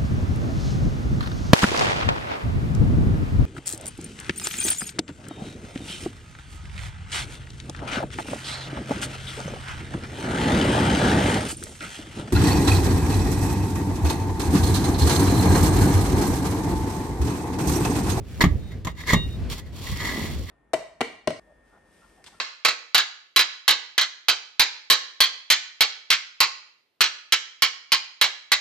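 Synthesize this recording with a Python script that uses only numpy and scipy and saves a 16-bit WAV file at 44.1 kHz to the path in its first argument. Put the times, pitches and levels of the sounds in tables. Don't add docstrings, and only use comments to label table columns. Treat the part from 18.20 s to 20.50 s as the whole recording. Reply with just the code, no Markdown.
import sys
import numpy as np
from scipy import signal
from scipy.fft import rfft, irfft, next_fast_len
from scipy.io import wavfile
from scipy.ndimage import map_coordinates

SR = 44100
rng = np.random.default_rng(int(sys.argv[2]) if len(sys.argv) > 2 else 0)


def store_wav(level_fs):
    pcm = np.round(np.clip(np.atleast_2d(level_fs), -1, 1) * 32767)
    wavfile.write(sys.argv[1], SR, pcm.T.astype(np.int16))


N = 101429


def scraping():
    chatter, crunch = stroke_gains()
    steel = blade_chatter()
    grains = amp(-0.5) * grit() + amp(-9.5) * gravel()
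    boards = amp(-9.5) * deck_drone()
    return chatter * (steel + boards) + crunch * grains


# time_s, chatter_db, crunch_db
JAB = [(.2068, -21, -46), (.209, -16.5, -39), (.213, -14, -20.5), (.219, -14, -26), (.227, -21, -22.5),
       (.235, -31, -36), (.265, -59, -63)]
NUDGE = [(.44, -82, -72), (.505, -63, -73), (0.521, -48.5, -53), (.56, -65, -84)]
SHORT_PUSH = [(0.751, -60, -60), (0.807, -37, -44), (0.83, -53, -46.5), (0.838, -35, -51),
              (0.85, -55, -54.5), (0.885, -22.5, -31), (0.904, -18.5, -26.5), (0.915, -21.5, -29),
              (0.929, -24.5, -27.5)]
DRAG_BACK = [(1.289, -70, -61), (1.303, -58, -39), (1.329, -49, -34.5), (1.368, -52, -46.5),
             (1.392, -48, -35.5), (1.43, -60, -75), (1.47, -55, -56), (1.51, -69, -66)]
LONG_PUSH = [(1.521, -74, -60), (1.564, -73, -46.5), (1.655, -62.5, -38.5), (1.672, -36, -37),
             (1.70, -47, -36.5), (1.79, -37.5, -40), (1.836, -30.5, -36), (1.93, -34, -36),
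             (2.04, -38.5, -38), (2.10, -41.5, -41), (2.165, -58, -45), (2.262, -57, -49),
             (2.3, -37.5, -41)]

def stroke_gains(release_s=0.018, judder_db=1.47, judder_per_s=90.8):
    t, gains = np.arange(N) / SR, np.zeros((2, N))
    for stroke in (JAB, NUDGE, SHORT_PUSH, DRAG_BACK, LONG_PUSH):
        times, *levels = np.transpose(stroke)
        gate = (t >= times[0]) * np.exp(-since(times[-1]) / release_s)
        gains += gate * amp([np.interp(t, times, db) for db in levels])
    return gains * amp(judder_db * wobble(judder_per_s))


# pitch_hz, width_hz, level_db
BLADE_MODES = [(727, 160, -23.5), (1008, 160, -8.5), (1220, 98, -8.5), (1715, 121, -3.5), (1980, 130, 3.5),
               (2119, 77, 0.5), (3346, 200, -21), (3703, 45, -10.5), (4245, 400, -16), (5120, 250, -20),
               (6300, 250, -17.5), (7120, 300, -17.5)]

def blade_chatter():
    slips = ticks(per_s=1500, spread_db=3)
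    steel = lambda f: sum(amp(db) * resonance(f, hz, width) for hz, width, db in BLADE_MODES)
    return spread(filtered(slips, steel))


# freq_hz, level_db
GRIT_TONE = [(200, -7), (600, -8), (1100, 4), (1450, -9), (2400, -1), (3300, 1), (4600, -2), (5600, -6),
             (7100, -7.5), (8200, -7.5), (10500, -13), (11700, -7.5), (16000, -16)]

def grit(ring_db=-4):
    high_modes = BLADE_MODES[len(BLADE_MODES) // 2:]
    peaks = lambda f: sum(np.abs(resonance(f, hz, width)) for hz, width, _ in high_modes)
    grains = ticks(per_s=4000, spread_db=1.5)
    return spread(filtered(grains, lambda f: amp(along(GRIT_TONE, f)) * (1 + amp(ring_db) * peaks(f))))


# freq_hz, level_db
STONE_TONE = [(800, -9.5), (2400, -6.5), (4500, 1.5), (7000, -2.5), (9500, -5), (12000, -7.5), (16000, -14)]
STONE_ATTACK_S, STONE_T60_S = 0.0002, 0.018

def gravel():
    cracks = np.abs(ticks(per_s=190, spread_db=2.5)[0])
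    bursts = signal.fftconvolve(cracks, struck(0, STONE_ATTACK_S, STONE_T60_S))[:N]
    return unit(bursts * noise(STONE_TONE))


# start_s, level_db
STONE_SNAPS = [(1.300, -30.5), (1.314, -35), (1.333, -42), (1.346, -41), (1.382, -36), (1.566, -38),
               (1.641, -37), (1.671, -33), (1.772, -29.5)]

def stones():
    envelope = sum(amp(db) * struck(s, STONE_ATTACK_S, STONE_T60_S) for s, db in STONE_SNAPS)
    return envelope * noise(STONE_TONE)


# freq_hz, level_db
DRONE_TONE = [(60, 1.5), (260, -5), (600, -9.5), (1200, -53)]

def deck_drone():
    return noise(DRONE_TONE)


# start_s, peak_s, end_s, level_db
GRINDS = [(.18, .228, 0.27, -26), (1.76, 1.975, 2.18, -33)]
# freq_hz, level_db
GRIND_TONE = [(90, -23), (180, 1), (270, 4), (400, -4), (600, -11), (1000, -12), (1500, -36)]

def grinding():
    slips = ticks(per_s=350, spread_db=3.5)
    return swells(GRINDS) * coloured(slips, GRIND_TONE)


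# start_s, clack_db, crack_db, boom_db, ring_db
BLOWS = [(0.2384, -13, -24.5, -11, -63), (0.648, -31.5, -29, -39, -52), (0.6695, -23, -32.5, -34.5, -56),
         (0.9324, -11.5, -16.5, -16, -30.5)]
# freq_hz, level_db
CLACK_TONE = [(150, 3), (300, -3), (520, -3), (720, -7), (850, -1.5), (1020, 2.5), (1220, 0.5),
              (1430, -18.5), (1750, -3.5), (2050, 3), (2450, -15), (3500, -10.5), (5500, -25.5),
              (12000, -35.5)]
CRACK_TONE = [(1000, -27), (3500, 4), (5500, 0), (7100, 12.5), (8300, -11.5), (12000, -1.5), (16000, -18)]
# pitch_hz, level_db, t60_s
DECK_MODES = [(56.1, -3.5, 0.38), (82.2, -3, 0.44), (117.2, -1, 0.17), (147, -1, 0.15), (174.2, 1.5, 0.18),
              (240, -1.5, .14), (284.4, -5.5, .18), (389.7, -16, 0.19)]
FREE_BLADE_MODES = [(1900, -3, 0.35), (2820, 2.5, 0.37), (7200, -26, 0.22)]

def blows(attack_s=0.0012):
    clack, crack, out = noise(CLACK_TONE), noise(CRACK_TONE), np.zeros((2, N))
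    for s, clack_db, crack_db, boom_db, ring_db in BLOWS:
        out += amp(clack_db) * struck(s, attack_s, t60_s=0.094) * clack
        out += amp(crack_db) * struck(s, attack_s, t60_s=0.047) * crack
        out += amp(ring_db) * ringing(FREE_BLADE_MODES, s, attack_s=0.028, spread_db=3.0)
        out -= amp(boom_db) * ringing(DECK_MODES, s, attack_s=0.0024, spread_db=3.5)
    return out


# start_s, peak_s, end_s, level_db
SING_SWELLS = [(.37, .49, 0.56, -58.5), (.64, .69, 0.73, -53), (.75, .83, 0.89, -53), (.93, .95, 1.08, -33),
               (1.085, 1.135, 1.17, -48.5)]

def singing(pitch_hz=3707, waver_rad=0.54, waver_per_s=40):
    phase = 2 * np.pi * pitch_hz * np.arange(N) / SR + waver_rad * wobble(waver_per_s)
    return swells(SING_SWELLS) * unit(np.sin(phase))


# start_s, peak_s, end_s, level_db
SLIDES = [(.02, .17, 0.24, -50.5), (.25, .33, 0.68, -58), (.65, .69, 0.73, -49), (.93, 1.07, 1.25, -52.5)]
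# freq_hz, level_db
CRUMB_TONE = [(500, -9), (2000, 3.5), (4700, -2), (6700, -3.5), (9000, -6.5), (16000, -11.5)]

def debris():
    crumbs = ticks(per_s=2700, spread_db=5)
    return swells(SLIDES) * coloured(crumbs, CRUMB_TONE)


# start_s, level_db
THUDS = [(.005, -29), (0.31, -16.5), (.355, -23.5), (0.552, -29.5), (0.647, -25), (0.964, -14.5),
         (1.06, -21.5), (1.555, -40), (1.691, -25.5), (1.718, -24.5), (2.017, -22.5), (2.194, -20)]
# freq_hz, level_db
THUD_TONE = [(25, -28), (60, 3), (90, -1), (140, -7.5), (250, -19), (500, -24.5), (1500, -68)]

def thuds():
    envelope = sum(amp(db) * struck(s, attack_s=0.0029, t60_s=0.17) for s, db in THUDS)
    return envelope * noise(THUD_TONE)


# freq_hz, t60_s
ROOF_DECAY = [(100, 0.67), (1000, 0.24), (4000, 0.24), (12000, 0.17)]

def roof_reflections(x):
    hz, t, spectrum = signal.stft(rng.standard_normal((2, SR // 2)), SR, nperseg=256)
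    decay = amp(-60 * t / along(ROOF_DECAY, hz)[:, None])
    tail = signal.istft(spectrum * decay, SR, nperseg=256)[1]
    return signal.fftconvolve(x, tail / np.linalg.norm(tail[0]), axes=1)[:, :N]


# freq_hz, level_db
RUMBLE_TONE = [(20, -20), (40, -7), (62, 5), (100, -2.5), (170, -8), (280, -14.5), (500, -22.5),
               (1000, -34.5), (2000, -37), (4500, -43), (6800, -50.5), (9000, -55), (16000, -63)]

def outdoor_rumble(level_db=-36.5, sway_db=3.5):
    return amp(level_db + sway_db * wobble(per_s=6.99)) * noise(RUMBLE_TONE)


# freq_hz, left_right_correlation
CORRELATION = [(40, 0.68), (90, 0.49), (200, 0.81), (2000, 0.6), (5000, 0.5), (13000, 0.38)]

def spread(pair):
    angle = lambda hz: np.arccos(np.clip(along(CORRELATION, hz), -1, 1)) / 2
    mid, side = filtered(pair, lambda hz: np.array([np.cos(angle(hz)), np.sin(angle(hz))]))
    return unit(np.array([mid + side, mid - side]))


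# freq_hz, left_minus_right_db
BALANCE = [(100, -1), (1000, -1.3), (2200, 0.1), (5000, -2), (13000, -3.5)]
# freq_hz, left_minus_right_rad
PHASE_LEAD = [(60, -0.42), (1000, -0.09), (3450, 0.38), (4130, 4.5), (5000, 8), (7240, 2), (11500, 4.5),
              (12000, 11.5), (16100, 4.5)]

def placed(x):
    sides = np.array([[.5], [-.5]])
    pan = lambda hz: amp(sides * along(BALANCE, hz)) * np.exp(1j * sides * along(PHASE_LEAD, hz))
    return filtered(x, pan)


def amp(db):
    return 10 ** (np.asarray(db) / 20)


def unit(x):
    return x / np.sqrt(np.mean(x ** 2) + 1e-20)


def along(points, hz):
    freqs, values = np.transpose(points)
    return np.interp(np.log(hz + 1), np.log(freqs + 1), values)


def wobble(per_s):
    knots = rng.standard_normal(int(N * per_s / SR) + 4)
    return map_coordinates(knots, [np.arange(N) * per_s / SR])


def filtered(x, response):
    size = next_fast_len(N + SR // 2)
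    return irfft(rfft(x, size) * response(np.fft.rfftfreq(size, 1 / SR)), size)[..., :N]


def resonance(f, hz, width):
    return (1j * f * width / (hz * hz - f * f + 1j * f * width)) ** 2


def coloured(pair, tone):
    return spread(filtered(pair, lambda hz: amp(along(tone, hz))))


def noise(tone):
    return coloured(rng.standard_normal((2, N)), tone)


def ticks(per_s, spread_db):
    impulses = (rng.random((2, N)) < per_s / SR) * rng.choice([-1, 1], (2, N))
    return impulses * amp(spread_db * rng.standard_normal((2, N)))


def since(s):
    return np.maximum(np.arange(N) / SR - s, 0)


def struck(s, attack_s, t60_s):
    return (1 - np.exp(-since(s) / attack_s)) * amp(-60 * since(s) / t60_s)


def ringing(modes, s, attack_s, spread_db):
    out = np.zeros(N)
    for hz, db, t60_s in modes:
        gain = amp(db + spread_db * rng.standard_normal())
        out += gain * struck(s, attack_s, t60_s) * np.sin(2 * np.pi * hz * since(s))
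    return out


def swells(rows):
    t = np.arange(N) / SR
    return sum(amp(db) * np.sin(np.pi / 2 * np.interp(t, [start, peak, end], [0, 1, 0]))
               for start, peak, end, db in rows)


def scene():
    work = placed(scraping() + stones() + grinding() + debris() + blows() + singing() + thuds())
    return work + amp(-14.5) * roof_reflections(work) + outdoor_rumble()


def record(dry):
    cutoff_hz = 16200
    return filtered(dry, lambda hz: 1 / (1 + (hz / cutoff_hz) ** 160))


dry = scene()
out = record(dry)
store_wav(out)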